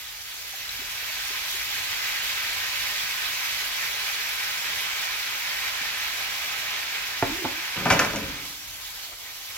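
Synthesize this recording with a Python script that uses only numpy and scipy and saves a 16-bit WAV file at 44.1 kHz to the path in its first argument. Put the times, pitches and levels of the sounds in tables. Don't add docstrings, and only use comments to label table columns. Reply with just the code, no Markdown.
import sys
import numpy as np
from scipy import signal
from scipy.fft import rfft, irfft, next_fast_len
from scipy.io import wavfile
from scipy.ndimage import uniform_filter1d

SR = 44100
rng = np.random.default_rng(int(sys.argv[2]) if len(sys.argv) > 2 else 0)


def unload_wav(signal):
    wavfile.write(
        sys.argv[1],
        SR,
        np.round(np.clip(np.atleast_2d(signal).T, -1, 1) * 32767).astype(np.int16),
    )


def voltage_ratio(level):
    return 10 ** (np.asarray(level, float) / 20)


N = 422037
TIME = np.arange(N) / SR
LEAD_S = 0.000083


def boil():
    # (frequency [Hz], level [dB per Hz])
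    bubble_color = [(88, -34), (150, -16), (201, -26), (283, -17.5), (330, -26), (412, -18.5), (481, -21.5),
                    (751, -13.5), (876, -11), (1410, -4.5), (1570, -1.5), (2530, 2), (2760, -2),
                    (5670, -8.5), (9000, -24.5), (11700, -52), (19800, -120)]
    # (frequency [Hz], width [Hz], lift [dB])
    bowl_air = [(400, 63, 4), (600, 40, 8.5), (760, 46, 5.5), (1008, 200, 2), (1490, 91, -1), (1540, 73, 1),
                (2080, 530, 0), (2400, 130, 1)]

    def lift_db(hz):
        return sum(db / (1 + (2 * (hz - f) / width) ** 2) for f, width, db in bowl_air)

    x = bursting(low_hz=493.4, high_hz=6990, per_s=3000., cycles=7.476, spread_db=3.0, share=0.21)
    x = seething(x, patchy_db=0.62, flicker_db=0.42, surge_db=0.53)
    x = echoed(x, wet_db=-5.5)
    x = filtered(x, lambda hz: voltage_ratio(read(bubble_color, hz) + lift_db(hz)))
    x = evened(ports(*x))
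    heat = heat_db()
    big = filtered(x, lambda hz: 1 / (1 + (hz / 1350) ** 8))
    big_db = -2 + 0.42 * TIME - 0.21 * heat
    x = x + big * (voltage_ratio(big_db) - 1)
    return x * voltage_ratio(-29.5 + heat)


def spit():
    # (frequency [Hz], level [dB per Hz])
    spit_color = [(1500, -26.5), (3000, 2.5), (5500, 0.5), (7000, -2), (8800, -10.5), (10000, -8),
                  (12200, -1.5), (14000, -5), (15900, -7)]
    wet_from_s, wet_db_per_s = 3.47, -0.75
    bared_s, bared_db = 8.34, 5.5
    heat_share = 0.56

    x = bursting(low_hz=3005, high_hz=17100, per_s=5000., cycles=3.75, spread_db=1.0, share=0.4)
    x = seething(x, patchy_db=1.46, flicker_db=0.55, surge_db=.5)
    x = echoed(x, wet_db=-13.5)
    x = filtered(x, lambda hz: voltage_ratio(read(spit_color, hz)))
    smothered_db = wet_db_per_s * (np.clip(TIME, wet_from_s, bared_s) - wet_from_s)
    revived_db = bared_db * np.clip((TIME - bared_s) / .15, 0, 1)
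    return evened(ports(*x)) * voltage_ratio(-32 + heat_share * heat_db() + smothered_db + revived_db)


def heat_db():
    # (time [s], level under full boil [dB])
    heat = [(0.0, -12), (0.3, -11.5), (0.67, -7.5), (1.04, -4), (1.5, -2), (2.05, -0.2), (3.7, -0.2),
            (7.1, -0.8), (7.7, -2.5), (8.0, 0.5), (8.15, -5), (8.45, -9), (8.7, -14), (9.03, -12),
            (9.35, -15.5), (9.57, -13)]
    # (time [s], dip [dB])
    tosses = [
        (8.57, -4),
        (9.16, -7),
    ]
    airborne_s = 0.085
    dips = sum(db * np.exp(-((TIME - s) / airborne_s) ** 2) for s, db in tosses)
    return np.interp(TIME, *np.transpose(heat)) + dips


def bursting(low_hz, high_hz, per_s, cycles, spread_db, share, count=14):
    pops = np.zeros((2, N))
    train = clicks(per_s, spread_db)
    size = rng.integers(0, count, N)
    for k, hz in enumerate(np.geomspace(low_hz, high_hz, count)):
        u = np.arange(round(5 * cycles * SR / hz)) / SR * hz / cycles - rng.random((2, 1))
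        shape = np.where(u > 0, np.sqrt(abs(u)) * np.exp(-2.5 * u), 0)
        pop = shape * np.sin(2 * np.pi * cycles * (u + 0.096 * u ** 2))
        pop = np.sqrt(hz) * pop / np.linalg.norm(pop[0])
        pops += signal.oaconvolve((train * (size == k))[None], pop, axes=1)[:, :N]
    covered = np.clip((high_hz - low_hz) / (SR / 2), 0, 1)
    share = np.clip(share, 0, 1)
    hiss = rng.standard_normal((2, N))
    return np.sqrt(share * covered) * evened(pops) + np.sqrt(1 - share) * hiss


def seething(x, patchy_db, flicker_db, surge_db):
    hz, t, z = signal.stft(x, SR, nperseg=256, noverlap=192)
    patches = uniform_filter1d(rng.standard_normal((len(t), len(hz))).T, size=4, axis=0)
    patches = evened(uniform_filter1d(patches, size=40, axis=1))
    flicker = evened(uniform_filter1d(rng.standard_normal(len(t)), size=12))
    surge = uniform_filter1d(rng.standard_normal(len(t)), size=60)
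    surge = evened(uniform_filter1d(surge, size=40))
    field = voltage_ratio(patchy_db * patches + flicker_db * flicker + surge_db * surge)
    return signal.istft(z * field, SR, nperseg=256, noverlap=192)[1][..., :N]


def pan_on_grate():
    out = pan_blows() + pan_dragging()
    # (frequency [Hz], level [dB], time to fall 60 dB [s])
    bar_modes = [(296, 0, 1.5), (212, -7, .9)]
    add(out, 8.135, voltage_ratio(-39) * ring(bar_modes, size=SR))
    return out


def pan_blows():
    # (time [s], peak [dB], softness [ms], chatter length [s], crack [dB])
    blows = [
        (7.855, -7.5, 0.67, 0.014, -29),
        (7.902, -7.5, 0.15, 0.014, -17),
        (7.916, -18, 0.2, 0.0066, -22),
        (7.919, -11, 0.71, 0.0075, -21),
        (7.925, -20.5, .1, 0.022, -20.5),
        (7.992, -16, .1, 0.013, -15),
        (8.011, -15, 0.24, 0.021, -37),
        (8.047, -21.5, 0.35, 0.008, -26),
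        (8.133, -17.5, 0.82, 0.022, -34),
        (8.159, -33, .3, 0.02, -29),
    ]
    # (frequency [Hz], level [dB per Hz])
    crack_color = [(200, -18), (1000, -4), (2500, 7), (4200, -10), (5500, 4), (7200, -1.5), (8800, -11),
                   (10000, -5), (12000, -10), (16000, -31)]
    out, cracks = np.zeros(N), np.zeros(N)
    stove = stove_ring()
    t = np.arange(5000) / SR
    for s, db, softness_ms, chatter_s, crack_db in blows:
        chance = rng.standard_normal((2, len(t)))
        fade = np.exp(-t / chatter_s)
        bounces = 0.2 * chance[0] * (abs(chance[0]) > 2.3) * fade
        bounces[0] = 1
        force = np.convolve(bounces, blow(softness_ms))
        add(out, s, voltage_ratio(db) * signal.fftconvolve(force, pan_ring(spot_db=1.4)))
        add(out, s, voltage_ratio(db - 16.5) * signal.fftconvolve(force, stove))
        add(cracks, s, voltage_ratio(crack_db) * chance[1] * (fade + 0.88 * np.exp(-t / 0.0024)))
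    return out + filtered(cracks, lambda hz: voltage_ratio(read(crack_color, hz)))


def pan_dragging():
    # (time [s], stove boom [dB], pan rubbing [dB])
    jerks = [
        (7.757, -39.5, -37),
        (7.772, -38, -37.5),
        (7.82, -35.5, -48),
        (7.858, -28, -27),
        (7.905, -28.5, -28),
        (7.95, -43, -34),
        (7.994, -41, -24.5),
        (8.135, -33, -42),
        (8.22, -43, -46),
    ]
    rise_s, boom_db_per_s, rub_db_per_s = 0.0056, -72, -120
    s, boom_db, rub_db = np.transpose(jerks)
    quick = voltage_ratio(-60 * np.arange(SR // 5) / SR / 0.028)
    rub_sound = np.convolve(pan_ring() * quick, blow(0.47))
    boom_sound = stove_ring()[:len(quick)] * quick ** 0.45
    rubbed = signal.oaconvolve(clicks(per_s=2600.0, spread_db=2.5), rub_sound)[:N]
    boom = signal.oaconvolve(clicks(per_s=1900.0, spread_db=2.5), boom_sound)[:N]
    rubbed = evened(rubbed) * swells(s, rub_db, rise_s, rub_db_per_s)
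    return rubbed + evened(boom) * swells(s, boom_db, rise_s, boom_db_per_s)


def pan_ring(spot_db=0):
    # (frequency [Hz], level [dB], time to fall 60 dB [s])
    pan_modes = [(570, -6, 0.072), (650, -7, 0.075), (760, -5.5, 0.043), (877, -7.5, 0.065),
                 (1020, -4.5, 0.043), (1204, -5.5, 0.049), (1364, -0.5, 0.026), (1557, -1, 0.051),
                 (1785, -3.5, 0.041), (1990, -8, .09), (2315, 1, 0.04), (2630, -12, 0.047),
                 (2870, -10, .05), (3320, -9, 0.042), (3730, -7, 0.043), (4640, -5, 0.039)]
    return ring(pan_modes, spot_db)


def stove_ring():
    # (frequency [Hz], level [dB], time to fall 60 dB [s])
    stove_modes = [(55, -27, .3), (103, -12, 0.44), (167.5, 1.5, 0.28), (236, -3, 0.33), (292.5, -1, 0.39),
                   (360, -6.5, 0.14), (420, -6, 0.29), (553, -7.5, 0.25)]
    return ring(stove_modes, size=SR)


def bottle():
    # (time [s], peak [dB], softness [ms])
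    knocks = [
        (7.224, -7, 0.49),
        (7.231, -16, 0.46),
        (7.443, -21, 0.91),
        (7.449, -19, 0.43),
        (7.456, -21, 0.47),
        (7.46, -23, 0.54),
        (7.48, -35, .9),
        (7.51, -30, 1.3),
    ]
    # (frequency [Hz], level [dB], time to fall 60 dB [s])
    counter_modes = [(60, -15, .08), (97, -7, .12), (270, -2, 0.066), (372, -0.5, 0.089), (560, -3, 0.028),
                     (694, -3, 0.057), (890, 1.5, 0.046), (1100, -3.5, 0.031), (1386, -3, 0.038),
                     (1850, -14, .03), (2280, -16, .02)]
    # (time [s], level [dB], frequency [Hz])
    rocking = [
        (7.25, -38, 287),
        (7.31, -29, 271),
        (7.36, -34, 362),
        (7.4, -35, 378.4),
        (7.455, -24, 304),
        (7.49, -48, 322),
        (7.52, -43, 303.5),
        (7.6, -44, 320),
    ]
    out, t = np.zeros(N), np.arange(4000) / SR
    for s, db, softness_ms in knocks:
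        knock = ring(counter_modes, spot_db=2.5)
        rattle = rng.standard_normal(len(t))
        rattle = rattle - uniform_filter1d(rattle, size=90)
        knock[:len(t)] += 1.05 * rattle * voltage_ratio(-60 * t / 0.059)
        add(out, s, voltage_ratio(db) * np.convolve(knock, blow(softness_ms)))
    s, db, hz = np.transpose(rocking)
    slow = uniform_filter1d(rng.standard_normal((2, N)), size=350)
    sway, wobble = evened(uniform_filter1d(slow, size=250))
    turns = np.cumsum(np.interp(TIME, s, hz) * (1 + 0.022 * sway)) / SR
    hum = np.sin(2 * np.pi * turns) * (1 + 0.53 * wobble)
    return out + hum * voltage_ratio(np.interp(TIME, s, db, -120, -120) - 5.0)


def glugs():
    # (time [s], peak [dB], frequency [Hz], length [s])
    bubbles = [(0.413, -63, 600, .02), (0.534, -40.5, 760, 0.02), (0.541, -50, 630, .02),
               (.692, -24, 3930, 0.0069), (.7088, -27, 5700, .0025), (.79, -47, 260, 0.025),
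               (0.812, -47, 390, .03), (1.023, -49, 450, 0.018), (1.095, -44, 630, 0.024),
               (1.295, -50.5, 290, .03), (1.301, -46, 400, .03), (1.543, -46, 380, 0.028),
               (3.03, -54, 170, 0.033), (5.811, -46, 250, .02), (5.815, -46, 150, .03)]
    out = np.zeros(N)
    for s, db, hz, length in bubbles:
        u = np.linspace(0, 1, round(length * SR))
        turns = np.cumsum(hz * (0.957 + 0.18 * u)) / SR
        swell = np.sin(np.pi * u ** 0.44) ** 2
        add(out, s, voltage_ratio(db) * np.sin(2 * np.pi * turns) * swell)
    return out


def burner():
    # (frequency [Hz], level [dB per Hz])
    rumble_color = [(12, -46), (20, -24), (34, 4), (54, 0.5), (75, -5), (108, -5), (204, -23), (300, -16),
                    (390, -53), (660, -120)]
    # (time [s], level [dB])
    draught = [(0, -58), (1.8, -52.5), (3.7, -55), (4.4, -57.5), (7.6, -54.5), (8.7, -55.5), (9.2, -61)]
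    # (time [s], level [dB])
    thumps = [
        (7.225, -37),
        (7.77, -43),
        (7.9, -32),
        (8.1, -37),
        (8.23, -36),
    ]
    x = filtered(rng.standard_normal((2, N)), lambda hz: voltage_ratio(read(rumble_color, hz)))
    gusts = uniform_filter1d(rng.standard_normal(N), size=6000)
    gusts = evened(uniform_filter1d(gusts, size=4000))
    flame = voltage_ratio(np.interp(TIME, *np.transpose(draught)) + 1.5 * gusts)
    shaking = swells(*np.transpose(thumps), rise_s=.015, db_per_s=-110)
    return evened(ports(*x)) * np.hypot(flame, shaking)


def far_pan():
    # (frequency [Hz], level [dB per Hz])
    simmer_color = [(150, -53), (250, -15.5), (711, -5.5), (865, -16), (1310, -3), (1620, -19), (1900, -5),
                    (2250, 2.5), (2750, -10), (5370, -16), (6260, -6), (7000, -8), (9100, -13),
                    (15400, -120)]
    x = seething(rng.standard_normal((2, N)), patchy_db=2.5, flicker_db=2.5, surge_db=-1.5)
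    x = filtered(x, lambda hz: voltage_ratio(read(simmer_color, hz)))
    return evened(ports(*x)) * voltage_ratio(-49.5)


def echoed(x, wet_db):
    return x + voltage_ratio(wet_db) * signal.oaconvolve(x, tail(0.0015)[:, :SR // 5], axes=1)[:, :N]


def placed(x, left_db, lead_s, wet_db):
    delays = np.array([[0], [lead_s]])
    direct = filtered(np.array([x, x]), lambda hz: np.exp(-2j * np.pi * hz * delays))
    wet = signal.fftconvolve(x[None], tail(0.0032), axes=1)[:, :N]
    side = filtered(wet[0] - wet[1], lambda hz: 1 / (1 + (220 / (hz + 1)) ** 2))
    wet = (wet.sum(0) + np.array([side, -side])) / 2
    return direct * voltage_ratio(np.array([[left_db / 2], [-left_db / 2]])) + voltage_ratio(wet_db) * wet


def tail(start_s):
    # (frequency [Hz], time to fall 60 dB [s])
    kitchen = [(100, 0.17), (500, 0.45), (2000, 0.22), (8000, 0.19)]
    hz, t, z = signal.stft(rng.standard_normal((2, SR // 2)), SR, nperseg=256)
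    fade = voltage_ratio(-60 * t / read(kitchen, hz)[:, None])
    y = signal.istft(z * fade, SR, nperseg=256)[1]
    y = y * (np.arange(y.shape[1]) > start_s * SR)
    return y / np.linalg.norm(y, axis=1, keepdims=True)


def ports(near, other):
    # (frequency [Hz], likeness [0 to 1])
    likeness = [(60, 0.94), (130, 0.83), (290, 0.67), (640, 0.65), (1410, 0.17), (2100, 0.7), (3100, 0.25),
                (6820, 0.038), (15000, 0.045)]
    # (frequency [Hz], difference [dB])
    tilt = [(60, -0.5), (180, 1.5), (550, 0), (1650, 0.5), (3500, -5.5), (9000, 5), (15000, -1.5)]

    def same(hz):
        return np.clip(read(likeness, hz), 0, 1)

    def right_gain(hz):
        return voltage_ratio(-read(tilt, hz) / 2)

    left = filtered(near, lambda hz: voltage_ratio(read(tilt, hz) / 2))
    shared = filtered(near, lambda hz: same(hz) * np.exp(-2j * np.pi * hz * LEAD_S) * right_gain(hz))
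    own = filtered(other, lambda hz: np.sqrt(1 - same(hz) ** 2) * right_gain(hz))
    return np.array([left, shared + own])


def ring(modes, spot_db=0, size=SR // 5):
    t = np.arange(size) / SR
    y = np.zeros(size)
    for k, (hz, db, t60) in enumerate(modes):
        louder, sharper = rng.standard_normal(2)
        fade = voltage_ratio(db + spot_db * louder - 60 * t / t60)
        pitch = hz * (1 + 0.0063 * spot_db * sharper)
        y += (-1) ** k * fade * np.sin(2 * np.pi * pitch * t)
    return y / abs(y).max()


def blow(softness_ms):
    force = np.hanning(round(softness_ms * SR / 1000) + 3)
    return force / force.sum()


def clicks(per_s, spread_db):
    size = voltage_ratio(spread_db * np.minimum(rng.exponential(1, N), 5)) * rng.choice([-1., 1.], N)
    return evened(size * (rng.random(N) < per_s / SR))


def swells(starts, peaks_db, rise_s, db_per_s):
    since = np.maximum(TIME - np.asarray(starts)[:, None], 0)
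    each = np.minimum(since / rise_s, 1) * voltage_ratio(np.asarray(peaks_db)[:, None] + db_per_s * since)
    return np.sqrt((each ** 2).sum(0))


def evened(x):
    return x / np.sqrt(np.mean(x ** 2) + 1e-20)


def read(points, hz):
    f, value = np.transpose(points)
    return np.interp(np.log(hz + 1), np.log(f + 1), value)


def add(mix, s, sound):
    part = mix[round(s * SR):][:len(sound)]
    part += sound[:len(part)]


def filtered(x, gain):
    size = next_fast_len(N + 8192)
    return irfft(rfft(x, size) * gain(np.fft.rfftfreq(size, 1 / SR)), size)[..., :N]


def scene():
    mix = boil() + spit()
    mix += placed(pan_on_grate(), left_db=1.0, lead_s=.00005, wet_db=-6.5)
    mix += placed(bottle(), left_db=-3.0, lead_s=LEAD_S, wet_db=-8.5)
    mix += placed(glugs(), left_db=3.0, lead_s=LEAD_S, wet_db=-9)
    return mix + burner() + far_pan()


def low_pass(x):
    return signal.sosfilt(signal.butter(12, 17030, fs=SR, output="sos"), x)


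def record(dry):
    bass_cut = signal.butter(2, 42.3, "high", fs=SR, output="sos")
    heard = signal.sosfilt(bass_cut, dry)
    heard = filtered(heard, lambda hz: hz < 15860)
    return low_pass(heard)


dry = scene()
out = record(dry)
unload_wav(out)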